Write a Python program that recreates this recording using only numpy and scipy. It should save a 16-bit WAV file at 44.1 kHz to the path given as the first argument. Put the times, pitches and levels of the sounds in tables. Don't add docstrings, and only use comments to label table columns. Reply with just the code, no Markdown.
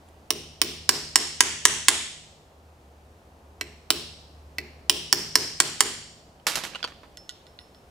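import sys
import numpy as np
from scipy import signal
from scipy.fft import rfft, irfft
from scipy.io import wavfile
from scipy.ndimage import uniform_filter1d, map_coordinates

SR = 44100
rng = np.random.default_rng(int(sys.argv[2]) if len(sys.argv) > 2 else 0)


def master(y):
    cut = np.clip(np.atleast_2d(y).T, -1, 1)
    pcm = np.round(cut * 32767)
    wavfile.write(sys.argv[1], SR, pcm.astype(np.int16))


def volts_from_db(level):
    exponent = np.asarray(level, float) / 20
    return 10 ** exponent


N = 348651

# f/Hz, level/dB, t60/s
BENCH_MODES = [(105, -17.5, 1.8), (154.4, -12, 1.7), (231.3, -11, 0.76), (306, -3.5, 0.13), (327, 5, 0.051),
               (355.2, 0, 0.41), (417, -4, 0.54), (629, -11, 0.35), (784, -7.5, 0.095)]
# f/Hz, level/dB
CONTACT_COLOUR = [(600, -11), (1500, -3), (3500, 1.5), (7000, -4.5), (12000, -18.5), (16000, -28.5)]


def hammer(out):
    # t/s, strength/dB, rivet seated/0-1, face slanted/0-1, pitch of the spot struck f/Hz
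    blows = [(0.3042, -6.5, 0.2, .39, 5330), (0.6153, -4.5, 0.1, 0.4, 5300), (0.8905, -2, .45, .93, 5095),
             (1.1564, -2.5, 0.9, .47, 5370), (1.4052, -2, .93, .25, 5250), (1.6519, -1.5, 0.92, 0.2, 5640),
             (1.8826, -1.44, .99, 0.1, 4510), (3.6102, -16, 0.89, 0.4, 4140), (3.903, -4, 0.03, .25, 5280),
             (4.583, -16.5, 0.3, 0.7, 4450), (4.8955, -3.5, .07, .16, 5400), (5.1259, -1.92, 0.2, 1, 5220),
             (5.3542, -2.15, .46, 1, 5200), (5.6012, -2.5, 0.7, 0.5, 5650), (5.8052, -2.1, .76, .58, 5500)]
    takes = {"vise": (-23.5, 1.5, 6, -1.5), "jaw": (-19.5, 2.16, 7.5, -1.5),
             "part": (-10.5, 1.23, -.7, -11.5), "punch": (-12, 1.48, -1, 0), "rivet": (-15, 1.7, 9.5, -4),
             "shank": (-14.5, 1.9, 3.8, -10), "edge": (-27, 1.05, -0.8, 2.3), "head": (-3, 1.5, -19, -7),
             "bench": (-27.5, 0.49, -3, 0), "spot": (-6.5, 1.2, 4.85, 9.5), "flank": (-11, 1.07, 2.25, -7),
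             "hall": (-11.5, 0.36, 0.3, 1.47)}
    # f/Hz, level/dB, t60/s
    vise_modes = [(1040, -2, 0.099), (950, -16.5, 0.021), (1330, -4, 0.022)]
    jaw_modes = [(1600, -7, 0.03), (1737, -0.5, 0.014), (1956, -0.5, 0.015), (2250, -2, 0.0098)]
    part_modes = [(2710, 0.97, 0.0095), (3050, 1, 0.017), (3380, -1.4, 0.012), (3743, 0.7, .012)]
    punch_modes = [(4190, -7, 0.025), (4550, -2, 0.012), (4800, -7, 0.035), (5500, 5.5, 0.0085),
                   (5870, -1.5, 0.0076)]
    rivet_modes = [(6220, -5, 0.0053), (6938, -1, 0.0067), (7580, -2.5, 0.0069), (8448, -4.5, 0.013)]
    shank_modes = [(9550, -3.5, 0.01), (9400, -8, 0.013), (10370, 1, 0.0091)]
    edge_modes = [(11170, -0.5, 0.0074), (12250, 1.5, 0.007), (13300, -5, 0.011), (13600, -4.5, .008),
                  (14400, -8, .008)]
    head_modes = [(15480, 0, .015), (15700, -8, .01)]
    # f/Hz, level/dB, t60/s
    thud_modes = [(110, -8, 0.044), (176, -11.5, 0.042), (232, -12.5, 0.0066), (295, -4, 0.081),
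                  (406, -3, 0.079), (590, -3, 0.023), (760, -2, 0.034)]
    # f/Hz, level/dB, t60/s
    tap_modes = [(1570, -7.5, .025), (1985, 1.5, 0.043), (2270, -4, 0.033), (2626, -4.5, 0.031),
                 (4300, -5.5, .025), (5500, -8.5, .012)]
    # f/Hz, shift when seated/Hz, shift when slanted/Hz, t60/s
    flank_modes = [(2569, -540, -645, .04), (3137, -155, -200, 0.032)]
    light_db = -10
    tap_db = -6.5

    parts = dict(vise=vise_modes, jaw=jaw_modes, part=part_modes, punch=punch_modes,
                 rivet=rivet_modes, shank=shank_modes, edge=edge_modes)
    t = np.arange(int(.05 * SR)) / SR
    choke = 1 / np.sqrt(1 + (t / 0.0033) ** 4)

    def push(modes):
        return ring(modes, .05, 0.00026, 1.0, detune=0.022)

    def clank(modes):
        first = push(modes)
        second = np.roll(push(modes), round(0.0023 * SR), axis=1)
        return unit(choke * (first + volts_from_db(-7.5) * second))

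    for s, strength_db, seated, slanted, spot_hz in blows:
        db = {name: np.dot(rule, (1, strength_db, seated, slanted)) for name, rule in takes.items()}
        steel = sum(volts_from_db(db[name] - 7.0) * clank(modes) for name, modes in parts.items())
        steel += volts_from_db(db["head"]) * ring(head_modes, .05, .0005, .8)
        steel += volts_from_db(strength_db - 21.5) * crack(CONTACT_COLOUR, .05, 0.025)
        free = [(hz + seat_hz * seated + slant_hz * slanted, db["flank"] + 1.5, t60)
                for hz, seat_hz, slant_hz, t60 in flank_modes]
        free.append((spot_hz, db["spot"] + 3.0, .017))
        steel += volts_from_db(-8.0) * ring(free, .05, 0.00047, 0.9)
        if strength_db < light_db:
            steel += volts_from_db(strength_db + tap_db) * ring(tap_modes, .05, .0003, 1.5)
        thud = volts_from_db(db["bench"] + 3.5) * ring(thud_modes, .05, 0.00021, 0.43, detune=0.04)
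        add(out, s, steel + thud, db["hall"])
        thump = volts_from_db(db["bench"] - 5.5) * ring(BENCH_MODES, 1, 0.0018, 0.67, detune=0.0098)
        out[:, round(s * SR):][:, :SR] += thump


def hardware(out):
    # t/s, peak/dB, rattle/dB, rattle t60/s, tilt/dB per octave
    drops = [
        (6.4669, -5, -15.5, 0.27, 0.5),
        (6.554, -14.5, -9, 0.1, 2),
        (6.5712, -19.5, -9.5, 0.18, -1.5),
        (6.6359, -26, -2.5, 0.17, -1.1),
        (6.8744, -35.5, -6.5, 0.16, -6),
        (7.0318, -38.5, -9, .12, -11.5),
    ]
    # f/Hz, density/dB per Hz
    scatter_colour = [(88, -50), (150, -6.5), (254, -8.5), (589, -3.5), (1200, 0), (4950, -1.5),
                      (12400, -12.5), (16000, -29.5)]
    pan_db = np.array([[-2.5], [2.5]])
    t = np.arange(int(.25 * SR)) / SR

    for s, db, rattle_db, t60, tilt_db in drops:
        def colour(hz, _):
            return volts_from_db(along(scatter_colour, hz) + tilt_db * np.log2(1 + hz / 1500))

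        hiss = unit(noise(len(t), colour, [(300, 0.9), (5000, 0.83)], size=2048))
        grains = volts_from_db(2.5 * unit(uniform_filter1d(rng.standard_normal(len(t)), size=60)))
        slap = volts_from_db(-60 * t / .014)
        rattle = volts_from_db(rattle_db - 1.5 - 60 * t / t60) * grains
        shape = (.5 * slap + rattle) * (1 - np.exp(-(t / 0.00053) ** 2))
        thump = volts_from_db(db + rattle_db - 30.0) * ring(BENCH_MODES[:4], 1, 0.00063, 1.6, detune=0.02)
        out[:, round(s * SR):][:, :SR] += thump * volts_from_db(-90 * np.arange(SR) / SR)
        add(out, s, volts_from_db(db + pan_db) * shape * hiss, wet_db=-13, short=False)


def small_knocks(out):
    # t/s, peak/dB, low pitch f/Hz, high pitch f/Hz, left over right/dB
    knocks = [(0.086, -48, 774, 7400, -1), (6.398, -45.5, 693, 3050, -5), (6.734, -33, 1625, 2340, -6),
              (6.748, -19, 1160, 2840, -1), (6.755, -19.5, 1430, 2910, -6), (6.759, -25, 1040, 2920, 3),
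              (6.792, -35, 1700, 3040, -3.0), (6.804, -36, 990, 2560, -2), (6.828, -17.5, 1520, 3320, -3),
              (6.841, -14, 1400, 3190, 2), (6.846, -14.5, 1030, 3240, -3), (6.92, -35.5, 1210, 1800, -1),
              (6.961, -47.5, 810, 3380, -0.5)]
    # f/Hz, level/dB
    dull_colour = [(300, -17.5), (900, -12), (2500, 13.5), (5000, 3), (7500, -5), (12000, -14),
                   (16000, -47.5)]
    t60 = .017
    for s, db, low_hz, high_hz, pan_db in knocks:
        overtone_db = -4 if high_hz > 3100 else -14
        modes = [(low_hz, -7, t60),
                 (high_hz, -5, 0.94 * t60),
                 (1.42 * high_hz, overtone_db, 0.7 * t60),
                 (0.43 * high_hz, -9, 0.69 * t60),
                 (0.47 * low_hz, -15, t60)]
        knock = ring(modes, .08, 0.0001, 0.89) + volts_from_db(-16.0) * crack(dull_colour, .08, 0.037)
        add(out, s, volts_from_db(db + pan_db * np.array([[.5], [-.5]])) * knock, wet_db=-22.5)


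def handle(out):
    # t/s, peak/dB, ring of the bar relative/dB, brightness/dB
    tinks = [
        (7.1713, -31, -10, -6.5),
        (7.2923, -24.5, -16.5, -6.5),
        (7.3076, -37, -11, -12),
        (7.4667, -38.5, -17.5, -20),
        (7.5887, -30.5, -20, -25),
        (7.6118, -46.5, -6, -27),
        (7.746, -42.5, -14, -21),
    ]
    # f/Hz, level/dB, t60/s
    hub_modes = [(1460, -15.5, 0.044), (1945, -13.5, 0.04), (2930, -5.5, 0.015), (3500, 3.5, 0.0069),
                 (4160, 1, 0.0061), (4450, -5.5, 0.0078), (6540, 3, 0.0021), (8100, -8, 0.0034),
                 (11500, -18, 0.0063)]
    # f/Hz, level/dB, t60/s
    bar_modes = [(5329, -3, .33), (10340, -13, .16)]
    t = np.arange(SR // 2) / SR
    stops = [row[0] for row in tinks[1:]] + [N / SR]
    for (s, db, ring_db, bright_db), stop in zip(tinks, stops):
        body = ring(hub_modes[:6], .06, 0.000097, 0.81)
        bright = volts_from_db(bright_db + 16) * ring(hub_modes[6:], .06, 0.00018, 1.6)
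        tap = volts_from_db(-3.0) * (body + bright) + volts_from_db(-26.5) * crack(CONTACT_COLOUR, .06, 0.0044)
        add(out, s, volts_from_db(db) * tap, wet_db=-16.5)
        bar = volts_from_db(db + ring_db) * ring(bar_modes, .5, 0.00052, 0.67)
        out[:, round(s * SR):][:, :len(t)] += bar * (t < stop - s)


def ring(modes, seconds, attack, spread_db, detune=0):
    # f/Hz, left over right/dB
    lean = [(240, -0.5), (480, 0.4), (950, 1), (1890, -2.0), (3770, -3), (7520, -4.5), (15000, 0.0)]
    # f/Hz, lead/rad
    lead_curve = [(400, 0.52), (1200, 0.54), (3000, 0.42), (8000, 0.89), (15000, .5)]
    # f/Hz, spread/rad
    stray_curve = [(300, .05), (1200, 0.25), (3000, 0.84), (8000, 1.3), (13000, 1.2), (15000, .3)]
    t = np.arange(int(seconds * SR)) / SR
    hz, db, t60 = np.transpose(modes)[:, :, None]
    level, start, shift, stray = rng.standard_normal((4, len(modes), 1))
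    side = np.array([.5, -.5])[:, None, None]
    rise = 1 - np.exp(-(t / (attack * (1 + 2500 / hz))) ** 2)
    lead = along(lead_curve, hz) + stray * along(stray_curve, hz)
    waves = np.sin(2 * np.pi * hz * (1 + detune * shift) * t + 2 * start + side * lead)
    decay = volts_from_db(db + spread_db * level + side * along(lean, hz) - 60 * t / t60)
    return np.sum(decay * rise * waves, 1)


def crack(colour, seconds, t60):
    t = np.arange(int(seconds * SR)) / SR
    grit = unit(noise(len(t), lambda hz, _: volts_from_db(along(colour, hz)), [(500, 0.59), (5000, .6)]))
    return grit * volts_from_db(-60 * t / t60) * (1 - np.exp(-(t / 0.00033) ** 2))


def add(out, s, sound, wet_db, short=True):
    # t/s, left level/dB, right level/dB
    echoes = [(.0068, -17.5, -9.5), (.0117, -28.5, -20.5), (.0146, -23.5, -26), (.017, -20, -30),
              (.0208, -18.5, -23), (0.0301, -26, -23)]
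    # f/Hz, t60/s
    hall_t60 = [(120, 0.93), (300, 0.43), (700, 0.4), (1800, 0.65), (4500, 0.84), (8000, 0.69),
                (11000, 0.5), (15500, 0.34)]
    # f/Hz, level/dB
    hall_colour = [(90, 8), (450, 8.5), (1000, -2.5), (1500, -5), (2500, -1.5), (11000, -8), (15300, -3.5),
                   (16200, -25)]
    # f/Hz, likeness/-1 to 1
    hall_alike = [(100, 1), (500, 0.86), (1500, 0.35), (4000, 0.1), (15000, 1)]

    def shape(hz, t):
        decay = volts_from_db(along(hall_colour, hz) - 60 * t / along(hall_t60, hz))
        return decay * (1 - .8 * np.exp(-(t / 0.034) ** 2)) * (t > .006)

    tail = noise(int(.9 * SR), shape, hall_alike)
    feed = all_round(sound, size=21) if short else sound
    wet = signal.fftconvolve(feed, tail * volts_from_db(wet_db) / np.linalg.norm(tail[0]), axes=1)
    out[:, round(s * SR):][:, :wet.shape[1]] += wet
    direct = (0.0006, 0.0059, 0.00066)
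    for delay, left_db, right_db in [direct] + echoes:
        start = round((s + delay) * SR)
        out[:, start:][:, :sound.shape[1]] += volts_from_db(np.array([[left_db], [right_db]])) * sound


def all_round(sound, size):
    power = np.mean(np.abs(rfft(sound[:, :2048], 2048)) ** 2, 0)

    def blur(bins):
        return uniform_filter1d(uniform_filter1d(power, bins), bins)

    bass = np.exp(-(np.fft.rfftfreq(2048, 1 / SR) / 900) ** 2)
    spectrum = np.sqrt(np.abs(bass * blur(3) + (1 - bass) * blur(size)))
    return np.roll(irfft(spectrum), 256)[None, :512]


def shop():
    # f/Hz, density/dB per Hz
    vent_colour = [(12, -57), (20, -21), (76, -1.5), (97, -9.5), (330, -12.5), (734, -12), (2000, -29),
                   (2600, -71)]
    # f/Hz, density/dB per Hz
    hiss_colour = [(760, -30.5), (1300, -8.5), (2590, -6.5), (2820, -7.5), (3480, -10), (6440, -14),
                   (15400, -22), (16200, -38.5)]
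    # f/Hz, likeness/-1 to 1
    air_alike = [(60, 0.99), (180, 0.97), (550, 0.89), (1650, -0.18), (4970, 0.59), (15000, 0.48)]
    # t/s, level/dB
    engine_level = [(0, -60), (.4, -54.5), (1.1, -54.5), (1.35, -62), (1.56, -55.5), (2.02, -54.5),
                    (2.2, -70.5), (2.5, -71), (2.58, -55), (3.08, -55), (3.22, -69), (3.6, -50.5),
                    (3.85, -56.5), (4.52, -49), (5.05, -56.5), (5.75, -62.5), (6.05, -73.5), (7.91, -62.5)]
    vent_db, hiss_db = -54.5, -66
    engine_hz, sag_hz_per_s = 77.5, .8
    t = np.arange(N) / SR
    vent = unit(noise(N, lambda hz, _: volts_from_db(along(vent_colour, hz)) * (hz < 4400), air_alike, size=4096))
    hiss = unit(noise(N, lambda hz, _: volts_from_db(along(hiss_colour, hz)), air_alike))
    pitch = engine_hz - sag_hz_per_s * t + 1.5 * wobble(11)
    drone = np.sqrt(2) * np.sin(2 * np.pi * np.cumsum(pitch) / SR)
    engine_db = np.interp(t, *np.transpose(engine_level)) + 1.3 * wobble(26) + 1.5 * wobble(7)
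    air = volts_from_db(vent_db + .8 * wobble(1.7)) * vent + volts_from_db(hiss_db + .8 * wobble(2.2)) * hiss
    return air + volts_from_db(engine_db) * drone


def noise(count, gain, alike, size=512):
    hz, t, z = signal.stft(rng.standard_normal((2, count)), SR, nperseg=size)
    turn = np.arccos(np.clip(along(alike, hz), -1, 1))[:, None] / 2
    mid, side = z[0] * np.cos(turn), z[1] * np.sin(turn)
    shaped = np.array([mid + side, mid - side]) * gain(hz[:, None], t)
    return signal.istft(shaped, SR, nperseg=size)[1][:, :count]


def wobble(rate):
    knots = rng.standard_normal(int(N * rate / SR) + 4)
    return map_coordinates(knots, [np.arange(N) * rate / SR])


def along(points, hz):
    f, v = np.transpose(points)
    return np.interp(np.log(hz + 1), np.log(f + 1), v)


def unit(x):
    return x / np.sqrt(np.mean(x ** 2) + 1e-20)


def scene():
    out = np.zeros((2, N + 2 * SR))
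    hammer(out)
    hardware(out)
    small_knocks(out)
    handle(out)
    return out[:, :N] + shop()


def roll_off(x):
    return signal.sosfilt(signal.butter(12, 16520, fs=SR, output="sos"), x)


def record(dry):
    clipped = dry / (1 + np.abs(dry) ** 6) ** (1 / 6)
    low_pass = signal.cheby2(10, 40, 16850, fs=SR, output="sos")
    mix = signal.sosfilt(low_pass, clipped)
    return roll_off(mix)


dry = scene()
out = record(dry)
master(out)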